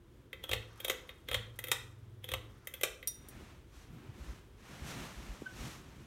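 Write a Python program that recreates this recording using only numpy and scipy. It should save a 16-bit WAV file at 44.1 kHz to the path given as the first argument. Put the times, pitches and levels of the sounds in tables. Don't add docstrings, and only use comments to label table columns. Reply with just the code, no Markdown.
import sys
import numpy as np
from scipy import signal
from scipy.fft import rfft, irfft
from scipy.io import wavfile
from scipy.ndimage import uniform_filter1d

SR = 44100
rng = np.random.default_rng(int(sys.argv[2]) if len(sys.argv) > 2 else 0)


def wrap_up_sound(samples):
    columns = np.atleast_2d(samples).T
    tamed = np.clip(columns, -1, 1)
    steps = np.round(tamed * 32767).astype(np.int16)
    wavfile.write(sys.argv[1], SR, steps)


N = 267642
TIME = np.arange(N) / SR

# snap time in seconds, level in dB, knock and
# treble in dB relative to that level, resonance of the snap in Hz, resonance of its ticks in Hz.
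STROKES = [(0.5308, -30.5, -7, -11, 3330, 3350), (0.8976, -31.5, -3, -5, 2070, 3380),
           (1.343, -30, -9.5, -11.5, 3230, 3350), (1.715, -28.5, -8, -2.5, 1950, 1980),
           (2.337, -34.5, -3.5, -8, 3030, 3280), (2.833, -30, -3.5, -2, 2350, 2110)]


def undb(db):
    return 10 ** (np.asarray(db) / 20)


def unit(x):
    return x / np.sqrt(np.mean(x ** 2))


def add(track, s, sound):
    i = int(s * SR)
    track[i:i + len(sound)] += sound[:N - i]


def band(x, lo_hz, hi_hz, order=3):
    sos = signal.butter(order, [lo_hz, min(hi_hz, .49 * SR)], "band", fs=SR, output="sos")
    return signal.sosfilt(sos, x)


def fade(t, t60):
    return np.exp(-np.log(1000) * t / t60)


def swell(s, half_s):
    return np.exp(-((TIME - s) / half_s) ** 2)


def noise(colour):
    hz, db = np.transpose(colour)
    bins_hz = np.maximum(np.fft.rfftfreq(N, 1 / SR), 1)
    gain = undb(np.interp(np.log(bins_hz), np.log(hz), db))
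    return unit(irfft(rfft(rng.standard_normal(N)) * gain, N))


def walk(rate_hz, size=N):
    hold = int(SR / rate_hz)
    steps = np.repeat(rng.standard_normal(size // hold + 1), hold)
    return unit(uniform_filter1d(steps, hold)[:size])


def ring(modes, t, scatter_db, detune):
    chance = rng.standard_normal((len(modes), 3))
    out = np.zeros(len(t))
    for (hz, db, t60), (louder, sharper, polarity) in zip(modes, chance):
        tone = np.sign(polarity) * np.sin(2 * np.pi * hz * (1 + detune * sharper) * t)
        out += undb(db + scatter_db * louder) * fade(t, t60) * tone
    return out


def pulls():
    # tug on the mount in dB, scrape of the chain in dB, hum of the new setting in dB.
    levels = [(-30.5, -2, -77), (-31, -9, -56.5), (-34, -10, -67)]
    return [(stroke[0], *pull) for stroke, pull in zip(STROKES[::2], levels)]


def room(x, wet_db, low_t60=0.49, mid_t60=0.41, high_t60=0.34, early_db=-11, early_t60=0.068):
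    t = np.arange(SR) / SR
    late, near = rng.standard_normal((2, SR))
    low = undb(1) * band(late, 150, 1500) * fade(t, low_t60)
    mid = band(late, 1500, 8000) * fade(t, mid_t60)
    high = undb(-4) * band(late, 8000, 17000) * fade(t, high_t60)
    tail = (low + mid + high) * (t > .008)
    early = near * fade(t, early_t60) * (t > .003)
    response = undb(wet_db) * tail / np.linalg.norm(tail) + undb(early_db) * early / np.linalg.norm(early)
    return x + signal.fftconvolve(x, response)[:N]


def air(db=-58.5, waver_db=1):
    # frequency in Hz, density in dB.
    colour = [(22, -36), (36, -8.5), (52, -5), (75, -8), (125, -12), (160, -19), (230, -20), (354, -16.5),
              (750, -35.5), (1000, -32), (2840, -40), (3340, -37), (4300, -46), (16000, -51.5)]
    return noise(colour) * undb(db + waver_db * walk(8.5))


def motor(hum_hz=120, first_db=-73.5, settle_s=0.073, leave_s=3.5, away_db=-5,
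          drone_hz=99, drone_db=-53.5, rise_s=0.45, drift=0.01495):
    settle = lambda x: uniform_filter1d(x, int(settle_s * SR))
    hum_db = np.full(N, first_db)
    for s, _, _, db in pulls():
        hum_db[TIME > s] = db
    hum_db += away_db * (TIME > leave_s)
    hum = undb(settle(hum_db) + walk(2.5)) * np.sin(2 * np.pi * hum_hz * TIME)
    _, on_s, off_s = [pull[0] for pull in pulls()]
    build = settle((1 - np.exp(-np.maximum(TIME - on_s, 0) / rise_s)) * (TIME < off_s))
    phase = 2 * np.pi * np.cumsum(drone_hz * (1 + drift * walk(4.13))) / SR
    drone = undb(drone_db) * build * np.sin(phase)
    return np.sqrt(2) * (hum + drone)


def cloth_brushes(grain_db=0.72, flutter_db=2.5):
    # middle in seconds, level in dB, half length in seconds, hiss in dB relative to the level.
    brushes = [(3.411, -60, 0.18, -8), (3.794, -63.5, 0.086, -3), (4.037, -62.5, 0.19, -12),
               (4.279, -59.5, 0.14, -5.5), (4.77, -55, 0.15, -6.5), (4.896, -48, 0.055, -4),
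               (5.01, -50, 0.097, -5.5), (5.23, -56.5, 0.31, -5.5), (5.66, -51.5, 0.12, -3),
               (5.874, -62.5, 0.38, -7)]
    # frequency in Hz, density in dB.
    cloth_colour = [(350, -3), (520, -1.5), (800, -4), (1050, -2.5), (2500, -6.5), (3900, -12),
                    (4850, -17.5), (6000, -16), (10500, -25), (16000, -25.5)]
    buffet_colour = [(25, -18), (45, -3), (65, -7.5), (100, -1.5), (135, 1.5), (170, -1.5), (260, -3),
                     (380, -9), (550, -36), (1000, -43)]
    s, level_db, half_s, hiss_db = np.transpose(brushes)
    shapes = np.array([swell(*brush) for brush in zip(s, half_s)])
    envelope = lambda db: np.sqrt(undb(db) ** 2 @ shapes ** 2)
    cloth = noise(cloth_colour) * undb(grain_db * walk(130))
    rush = envelope(level_db) * unit(band(cloth, 396, 3500))
    hiss = envelope(level_db + hiss_db) * unit(band(cloth, 4350, 13600))
    buffet_db = -59 + 1.02 * (level_db + 56) - 0.8657 * hiss_db
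    buffet = noise(buffet_colour) * envelope(buffet_db) * undb(flutter_db * walk(23))
    return rush + hiss + buffet


def grip_thuds(half_cycles=1.05):
    # middle in seconds, peak level in dB, pitch in Hz.
    thuds = [(3.59, -49, 71), (3.778, -47, 57), (4.098, -39.5, 113), (4.219, -39.5, 64.5), (4.3, -36.5, 56),
             (4.833, -40, 64.4), (5.187, -41.5, 52), (5.309, -38.5, 46.6), (5.618, -41.5, 51)]
    return sum(undb(db) * swell(s, half_cycles / hz) * np.sin(2 * np.pi * (hz * (TIME - s) + rng.random()))
               for s, db, hz in thuds)


def finger_bump(s=5.4195, db=-32, start_hz=620, end_hz=190, sag_s=0.0023, width_s=0.0018):
    out, t = np.zeros(N), np.arange(SR // 30) / SR
    hz = end_hz + (start_hz - end_hz) * np.exp(-t / sag_s)
    envelope = t / width_s * np.exp(-(t / width_s / 2) ** 2)
    add(out, s, undb(db) * envelope * np.sin(2 * np.pi * np.cumsum(hz) / SR))
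    return out


def squeak(s=5.468, hz=1508, db=-37, half_s=0.0069, octave_db=-22, tail_db=-13, tail_s=0.031):
    phase = 2 * np.pi * np.cumsum(hz * (1 + 0.0091 * walk(120))) / SR
    envelope = swell(s, half_s) + undb(tail_db + 2.7 * walk(99)) * swell(s + tail_s, tail_s)
    return undb(db) * envelope * (np.sin(phase) + undb(octave_db) * np.sin(2 * phase))


def chain_beads(tick_db=-71, grain_db=4, per_s=70, slide_db=-61, rest_db=-24, lag_s=0.35, half_s=0.28):
    t = np.arange(SR // 50) / SR
    contacts = (rng.random(N) < per_s / SR) * undb(grain_db * rng.standard_normal(N))
    burst = rng.standard_normal(len(t)) * fade(t, 0.059)
    ticks = band(signal.fftconvolve(contacts, burst)[:N], 3000, 13000)
    scrape = noise([(300, -21.5), (500, -10.5), (800, -0.5), (1300, 4.5), (2700, -9.5), (3500, -16),
                    (4300, -12), (6000, -10.5), (9000, -33), (16000, -45)])
    motion = undb(rest_db) + sum(undb(db) * swell(s + lag_s, half_s) for s, _, db, _ in pulls())
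    return motion * (undb(tick_db) * unit(ticks) + undb(slide_db + 2 * walk(40)) * scrape)


def mount_boom(lead_s=0.042, push_s=0.039):
    # frequency in Hz, level in dB, time to fall 60 dB in seconds.
    modes = [(56, -2, 0.32), (76, 0, 0.24), (86.7, 1.5, 0.27), (111, -7, 0.88), (210, -21, 0.54)]
    out, t = np.zeros(N), np.arange(SR) / SR
    push = 1 - np.exp(-(t / push_s) ** 2)
    for s, db, _, _ in pulls():
        add(out, s - lead_s, undb(db) * push * ring(modes, t, scatter_db=1, detune=0.005))
    return out


def lamp_pings():
    # start in seconds, level in dB, change to the modes below 8 kHz in dB.
    pings = [(3.0735, -31.5, 0), (3.2863, -51, -12)]
    # frequency in Hz, level in dB, time to fall 60 dB in seconds.
    lamp = [(3690, -19, .28), (5755, -6, .2), (5764, -19, .5), (8737, -8, .05), (9290, 2, .045),
            (9390, -17, .2), (11070, -6, .07), (12300, -3, .05), (12970, -6, .05), (15450, -7, .05)]
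    out, t = np.zeros(N), np.arange(SR // 2) / SR
    for s, db, lower_db in pings:
        modes = [(hz, mode_db + lower_db * (hz < 8000), t60) for hz, mode_db, t60 in lamp]
        tick = undb(4) * band(rng.standard_normal(len(t)), 6500, 16000, order=1) * fade(t, .04)
        add(out, s, undb(db) * (ring(modes, t, scatter_db=0.5, detune=0.0004) + tick))
    return out


def clicks(tension_s=0.09, loose_db=-10, tight_db=-4.5, slack_s=0.18, slack_db=-15.5, slack_hz=2040):
    # start in seconds, level in dB.
    ticks = [(0.3295, -42), (0.438, -42), (0.4916, -40.5), (0.5132, -35.5), (0.8018, -46.5),
             (0.8464, -36.5), (0.881, -38.5), (1.0908, -46.5), (1.286, -40.5), (1.3133, -38), (1.33, -39),
             (1.5887, -42.5), (1.6395, -42.5), (1.67, -50.5), (1.683, -45.5), (2.2416, -45),
             (2.2883, -43.5), (2.316, -40.5), (2.6712, -43.5), (2.7381, -45.5), (2.811, -45),
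             (3.027, -47.5)]
    rows = [stroke[:-1] for stroke in STROKES]
    for s, db in ticks:
        snap_s, _, _, treble_db, _, hz = min(STROKES, key=lambda stroke: abs(stroke[0] - s))
        tension = np.exp(-((snap_s - s) / tension_s) ** 2)
        knock_db = loose_db + tension * (tight_db - loose_db)
        colour = (slack_db, slack_hz) if abs(snap_s - s) > slack_s else (treble_db + 1.5, hz)
        rows.append((s, db, knock_db, *colour))
    return rows


def pawl_strike(t, weight, grinds, crack_db=9, heavy_db=4, crack_t60=0.03, rise_s=0.00058,
                grind_db=-10, grind_s=0.0066, rattle_db=-18, rattle_t60=0.13):
    # frequency in Hz, level in dB, time to fall 60 dB in seconds.
    housing = [(454.7, -7.5, 0.1), (498.6, 0, .07), (537, -8, 0.07), (1161, -8, 0.061), (1321, -5.5, 0.051),
               (1567, -8.5, 0.071), (2017, -0.5, 0.02), (2500, -5.5, 0.023), (2611, -11.5, 0.076),
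               (3237, -1, 0.043), (3700, -5.5, 0.061), (6640, -0.5, 0.011), (9340, 9.5, 0.013)]
    after = np.maximum(t, 0)
    chatter = undb(crack_db + heavy_db * weight) * rng.standard_normal(len(t))
    blow = chatter * fade(after, crack_t60) + ring(housing, after, scatter_db=2.5, detune=0.0062)
    rattle = weight * chatter * undb(rattle_db + 3.85 * walk(250, size=len(t))) * fade(after, rattle_t60)
    friction = band(chatter, 300, 4600, order=1) * np.exp(-np.abs(t) / grind_s)
    grind = grinds * (1 - weight) * undb(grind_db) * friction
    return (blow + rattle) * (1 - np.exp(-after / rise_s)) + grind


def switch(resonance_db=3, width=0.054, clack_slope=0.36, fizz_slope=0.74):
    ticks, snaps, lead = np.zeros(N), np.zeros(N), SR // 40
    t = np.arange(-lead, SR // 4) / SR
    attack = slice(lead, lead + SR // 100)
    for s, db, knock_db, treble_db, hz in clicks():
        weight = np.clip((db + 43) / 12, 0, 1)
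        hit = pawl_strike(t, weight, grinds=hz > 3000)
        resonance = undb(resonance_db) * band(hit, hz * (1 - width), hz * (1 + width), order=1)
        body = band(hit + resonance, 1750, 3875, order=4)
        low = band(hit, 276, 757) + undb(clack_slope * (db + 28.5)) * band(hit, 900, 1470)
        top = band(hit, 5310, 9180) + undb(3 - fizz_slope * (db + 35.5)) * band(hit, 10930, 14860)
        registers = (low, knock_db), (body, 0), (top, treble_db)
        click = sum(part / np.std(part[attack]) * undb(db + gain_db) for part, gain_db in registers)
        add(ticks, s - lead / SR, (1 - weight) * click)
        add(snaps, s - lead / SR, weight * click)
    return ticks, snaps


def scene():
    ticks, snaps = switch()
    metal = room(ticks, wet_db=-10.5) + room(snaps, wet_db=-11) + room(lamp_pings(), wet_db=-11.5)
    fan = metal + chain_beads() + mount_boom() + motor() + air()
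    handling = cloth_brushes() + grip_thuds() + finger_bump() + squeak()
    return (fan + handling)[None]


def record(dry):
    return signal.sosfilt(signal.ellip(8, .2, 70, 16100, fs=SR, output="sos"), dry)


dry = scene()
out = record(dry)
wrap_up_sound(out)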